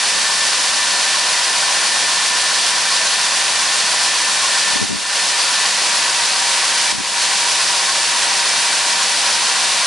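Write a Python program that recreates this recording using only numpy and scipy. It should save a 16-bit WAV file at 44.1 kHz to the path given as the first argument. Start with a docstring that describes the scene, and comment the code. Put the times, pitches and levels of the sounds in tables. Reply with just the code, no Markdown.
"""Dried beans hiss from a grain cart's auger into a truck trailer on an open country road.
Beans are dense random impacts, surging slightly with each turn; the screw's rubs ring tube resonances.
Gear whine is a bank of tooth-rate tones that sags under load; a diesel is low tones over filtered noise.
Wind is shaped noise on two microphone ports; two strong gusts make the gain control duck."""
import sys
import numpy as np
from scipy import signal
from scipy.fft import rfft, irfft, next_fast_len
from scipy.io import wavfile
from scipy.ndimage import uniform_filter1d

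SR = 44100
rng = np.random.default_rng(int(sys.argv[2]) if len(sys.argv) > 2 else 0)


def generate_wav(sig):
    """Save sig (samples, or channels by samples) to the path in sys.argv[1] as 16-bit PCM at SR."""
    pcm = np.round(np.clip(np.atleast_2d(sig).T, -1, 1) * 32767).astype(np.int16)
    wavfile.write(sys.argv[1], SR, pcm)


N = 434826


def from_db(db):
    """Decibels to amplitude gain."""
    return 10 ** (np.asarray(db) / 20)


def rms_one(x):
    """Scale to unit power."""
    return x / np.sqrt(np.mean(x ** 2) + 1e-20)


def colour(x, points, share=1):
    """Filter by a share of a (Hz, dB) curve, interpolated over log frequency."""
    hz, db = np.transpose(points)
    size = next_fast_len(N + 4096)
    grid_hz = np.maximum(np.arange(size // 2 + 1) * SR / size, 1)
    gain = from_db(share * np.interp(np.log(grid_hz), np.log(hz), db))
    return irfft(rfft(x, size) * gain, size)[..., :N]


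def density_noise():
    """Two channels of white noise with unit power per Hz."""
    return rng.standard_normal((2, N)) * np.sqrt(SR / 2)


def drift(rate_hz):
    """Slow random wander with spread 1: low-passed noise."""
    step = 40  # samples between computed points
    r = np.exp(-2 * np.pi * rate_hz * step / SR)
    settle = 2000
    noise = rng.standard_normal(N // step + settle + 2)
    slow = signal.lfilter([1], [1, -2 * r, r * r], noise)[settle:]
    return np.interp(np.arange(N) / step, np.arange(len(slow)), rms_one(slow))


def resonate(x, hz, width_hz):
    """One two-pole resonance with gain about 1 at its peak."""
    r = np.exp(-np.pi * width_hz / SR)
    zeros = np.array([1, 0, -1]) * (1 - r * r) / 2
    poles = [1, -2 * r * np.cos(2 * np.pi * hz / SR), r * r]
    return signal.lfilter(zeros, poles, x)


def swing(turns, peak_at):
    """A cosine that peaks at a given part of each turn."""
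    return np.cos(2 * np.pi * (turns - peak_at))


def spread(direct, scattered):
    """Direct sound is alike in both channels; scattered sound is opposite in them."""
    # diffuse share of the sound: hz, side_minus_mid_db
    diffuse = [(100, -23), (400, -7), (600, -9.5), (1800, -15.5), (5500, -13), (6400, -7), (11000, -9.5)]
    return direct + colour(scattered, diffuse) * np.array([[1], [-1]])


def beans(turns, hits_per_s=30000, size_db=3.0, surge_db=0.5, clump_db=0.35):
    """A torrent of tiny impacts on beans and metal, thicker once a turn and in chance clumps."""
    # impact spectrum: hz, level_db_per_hz
    impact_spectrum = [(300, -92), (480, -66.5), (720, -60), (1250, -61), (1750, -56.5), (2180, -58),
                       (2450, -55.5), (3850, -55), (4500, -52.5), (5900, -56), (6900, -59), (8500, -59.5),
                       (10300, -61.5), (11000, -67)]
    sizes = from_db(size_db * np.minimum(rng.exponential(1, (2, N)), 4))
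    signs = rng.choice([-1, 1], (2, N))
    struck = rng.random((2, N)) < hits_per_s / SR
    hits = rms_one(sizes * signs * struck) * np.sqrt(SR / 2)  # unit power per Hz
    flow = from_db(surge_db * swing(turns, peak_at=0.57) + clump_db * drift(rate_hz=13.0))
    return flow * spread(*colour(hits, impact_spectrum))


def tube(turns, rub_db=2.0, wobble_db=0.96, uneven_db=0.9):
    """The screw scrapes its tube twice a turn, once harder, and the steel rings."""
    # steel tube modes: pitch_hz, width_hz (of the first of two resonators), level_db
    modes = [(587, 55, -46.5), (799, 43, -39.5), (990, 66, -36), (1055, 103, -33), (1157, 21, -48.5),
             (1447, 112, -35), (1535, 74, -35.5), (1885, 140, -36.5)]
    pressure_db = rub_db * swing(2 * turns, peak_at=0.61)
    pressure_db += wobble_db * swing(turns, peak_at=0.27)
    pressure_db += uneven_db * drift(rate_hz=19)
    scrape = rng.standard_normal((2, N)) * from_db(pressure_db)
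    rings = np.zeros((2, N))
    for pitch_hz, width_hz, level_db in modes:
        ring = resonate(resonate(scrape, pitch_hz, width_hz), pitch_hz, 2 * width_hz)
        rings += from_db(level_db) * rms_one(ring)
    return spread(*rings)


def chirps(turns, pitch_hz=1078, unsteady_hz=14, usual_db=-37, uneven_db=2.5, lift_off_db=12):
    """Once a turn the screw bears on the tube and one mode sings, mostly faintly, a few times hard."""
    # hardest rubs of the screw: peak_s, level_db
    hard_rubs = [(1.153, -26), (2.93, -29), (4.44, -26), (7.896, -26)]
    phase = 2 * np.pi * np.cumsum(pitch_hz + unsteady_hz * drift(rate_hz=24.0)) / SR
    bearing_db = lift_off_db * (swing(turns, peak_at=0.37) - 1)
    usual = from_db(usual_db + uneven_db * drift(rate_hz=2.7) + bearing_db)
    hard = sum(from_db(level_db) * swell(peak_s) for peak_s, level_db in hard_rubs)
    return rms_one(np.sin(phase)) * np.maximum(usual, hard)


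def swell(peak_s, width_s=.026):
    """The bell-shaped pressure of one rub, height 1, falling to 1/e at width_s."""
    offset = (np.arange(N) / SR - peak_s) / width_s
    return np.exp(-np.minimum(offset ** 2, 50))


def drive(tooth_hz=197.15, sag_hz=3.9, recovery_hz_per_s=0.28, load_at_s=5.48, load_rise_s=0.45):
    """Tooth rate in Hz and load 0-1: light, a sag under load, then the governor slowly wins speed back."""
    since_s = np.arange(N) / SR - load_at_s
    load = np.clip(since_s / load_rise_s, 0, 1)
    recovery_hz = recovery_hz_per_s * np.maximum(since_s - load_rise_s, 0)
    return tooth_hz - sag_hz * load + recovery_hz, load


def gears(teeth, turns, load, throb_db=0.38, waver_db=1.86, wander_rad=0.037, play_rad=0.035):
    """Tooth-mesh tones throb with every turn of the screw and waver in the moving air."""
    # gear whine: multiple (of the tooth rate), light_db, loaded_db
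    whine = [(2, -60, -55), (3, -54, -50.5), (4, -49, -42.5), (4.755, -44, -44), (4.89, -45, -35.5),
             (5, -40.5, -41), (6, -48, -46), (7, -47, -52), (9, -30.2, -35.5), (10, -39.5, -37),
             (12, -38.5, -36.5), (13, -43, -41), (14, -44, -41), (16, -43, -47), (18, -39, -55),
             (19, -44, -40)]
    throb = throb_db * swing(turns, peak_at=0.044)
    out = np.zeros(N)
    for multiple, light_db, loaded_db in whine:
        # play in the gears shakes the phase of high multiples most; so does the throb their level
        play = play_rad * swing(turns, peak_at=rng.random())
        shift_rad = multiple * (play + wander_rad * drift(rate_hz=2.3))
        tone = np.sin(2 * np.pi * (multiple * teeth + rng.random()) + shift_rad)
        tone = rms_one(tone * from_db(multiple * throb + waver_db * drift(rate_hz=5.0)))
        out += tone * from_db(light_db + load * (loaded_db - light_db))
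    return out


def diesel(waver_db=3.0, wander_rad=0.3):
    """Low, wavering firing tones over a steady rumble of filtered noise."""
    # firing tones: pitch_hz, level_db
    drone = [(70, -51), (141, -60)]
    # rumble spectrum: hz, level_db_per_hz
    rumble = [(30, -56), (70, -77), (130, -75), (210, -68.5), (300, -69.5), (420, -69), (560, -66),
              (800, -65), (2000, -78)]
    t = np.arange(N) / SR
    tones = np.zeros(N)
    for pitch_hz, level_db in drone:
        tone = rms_one(np.sin(2 * np.pi * pitch_hz * t + wander_rad * drift(rate_hz=2.8)))
        tones += from_db(level_db + waver_db * drift(rate_hz=4.7)) * tone
    return tones + spread(*colour(density_noise(), rumble))


def wind(breeze_db=-42.5, lumpy_db=2.5, puff_db=0.5, common_db=-18):
    """Eddies press on the two ports mostly in opposite senses: a light, puffy breeze and a few gusts."""
    # buffeting spectrum, shape only: hz, relative_db
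    buffet = [(20, 25), (35, 7.5), (70, 9), (120, -3.5), (220, 4.5), (300, 0), (450, -12.5), (700, -30),
              (2000, -52)]
    # gusts: start_s, level_db (before puffs and colour), rise_s, hold_s
    gust_rows = [(0.14, -22, 0.031, .01), (4.649, -9.5, 0.29, .015), (6.92, -11, .006, .06)]
    # a gust against the breeze, more deep push and more small, bright eddies: hz, gain_db
    gust_colour = [(30, 0.5), (75, -6), (200, 0), (450, 2.5)]
    eddies = colour(rng.standard_normal((2, N)), buffet)
    eddies = eddies / np.sqrt(uniform_filter1d(eddies ** 2, size=700, axis=-1))  # evens the level
    pressure = eddies[0] * np.array([[1], [-1]]) + from_db(common_db) * eddies[1]
    breeze = from_db(breeze_db + lumpy_db * drift(rate_hz=5.4) + puff_db * drift(rate_hz=14))
    gusts = sum(gust(*row) for row in gust_rows)
    return breeze * pressure + colour(gusts * pressure, gust_colour)


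def gust(start_s, level_db, rise_s, hold_s):
    """Wind pressure builds, holds, dies away and is gone, in a run of uneven puffs."""
    puffs_per_s, puff_depth_db, jitter_puffs = 40, 4, .15
    fall_db_per_s, fall_s = 170, .09
    age_s = np.arange(N) / SR - start_s
    fading_s = np.maximum(age_s - rise_s - hold_s, 0)
    puffs = puffs_per_s * age_s + jitter_puffs * drift(rate_hz=13)
    puffs_db = puff_depth_db * swing(puffs, peak_at=0.38)
    level = from_db(level_db + puffs_db - fall_db_per_s * fading_s)
    return np.clip(age_s / rise_s, 0, 1) * level * (fading_s < fall_s)


def ports(left, right):
    """The two microphone ports hear differently; each takes half of the difference in colour."""
    # port difference: hz, left_minus_right_db
    port_difference = [(60, 3), (550, 4), (760, 0.3), (950, 4.5), (1300, -0.5), (2300, 0.6), (3300, 0),
                       (3650, 3), (4700, 1), (5600, -4.5), (6300, -4.5), (7500, 0), (9300, 3), (11000, 3)]
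    return np.array([colour(left, port_difference, share=.5), colour(right, port_difference, share=-.5)])


def scene(teeth_per_turn=27):
    """One shaft drives the gears and the screw; all is heard through the two ports."""
    tooth_hz, load = drive()
    teeth = np.cumsum(tooth_hz) / SR
    turns = teeth / teeth_per_turn
    machine = tube(turns) + chirps(turns) + gears(teeth, turns, load) + diesel()
    return ports(*(beans(turns) + machine + wind()))


def gain_control(x, threshold_db=-14.0, release_db_per_s=28):
    """Turns down promptly when the level passes the threshold and comes back slowly."""
    power = uniform_filter1d(np.mean(x ** 2, axis=0), size=800)
    excess_db = np.maximum(10 * np.log10(power + 1e-12) - threshold_db, 0)
    recovery_db = release_db_per_s * np.arange(N) / SR
    # peak hold that leaks at the release rate
    cut_db = np.maximum.accumulate(excess_db + recovery_db) - recovery_db
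    return x * from_db(-uniform_filter1d(cut_db, size=200))


def record(dry, wind_cut_hz=100, top_cut_hz=11050):
    """Gain control, then a wind filter on the bass and a steep cut on top."""
    wind_filter = signal.butter(4, wind_cut_hz, "high", fs=SR, output="sos")
    top_filter = signal.ellip(14, .1, 90, top_cut_hz, fs=SR, output="sos")
    return signal.sosfilt(top_filter, signal.sosfilt(wind_filter, gain_control(dry)))


dry = scene()
out = record(dry)
generate_wav(out)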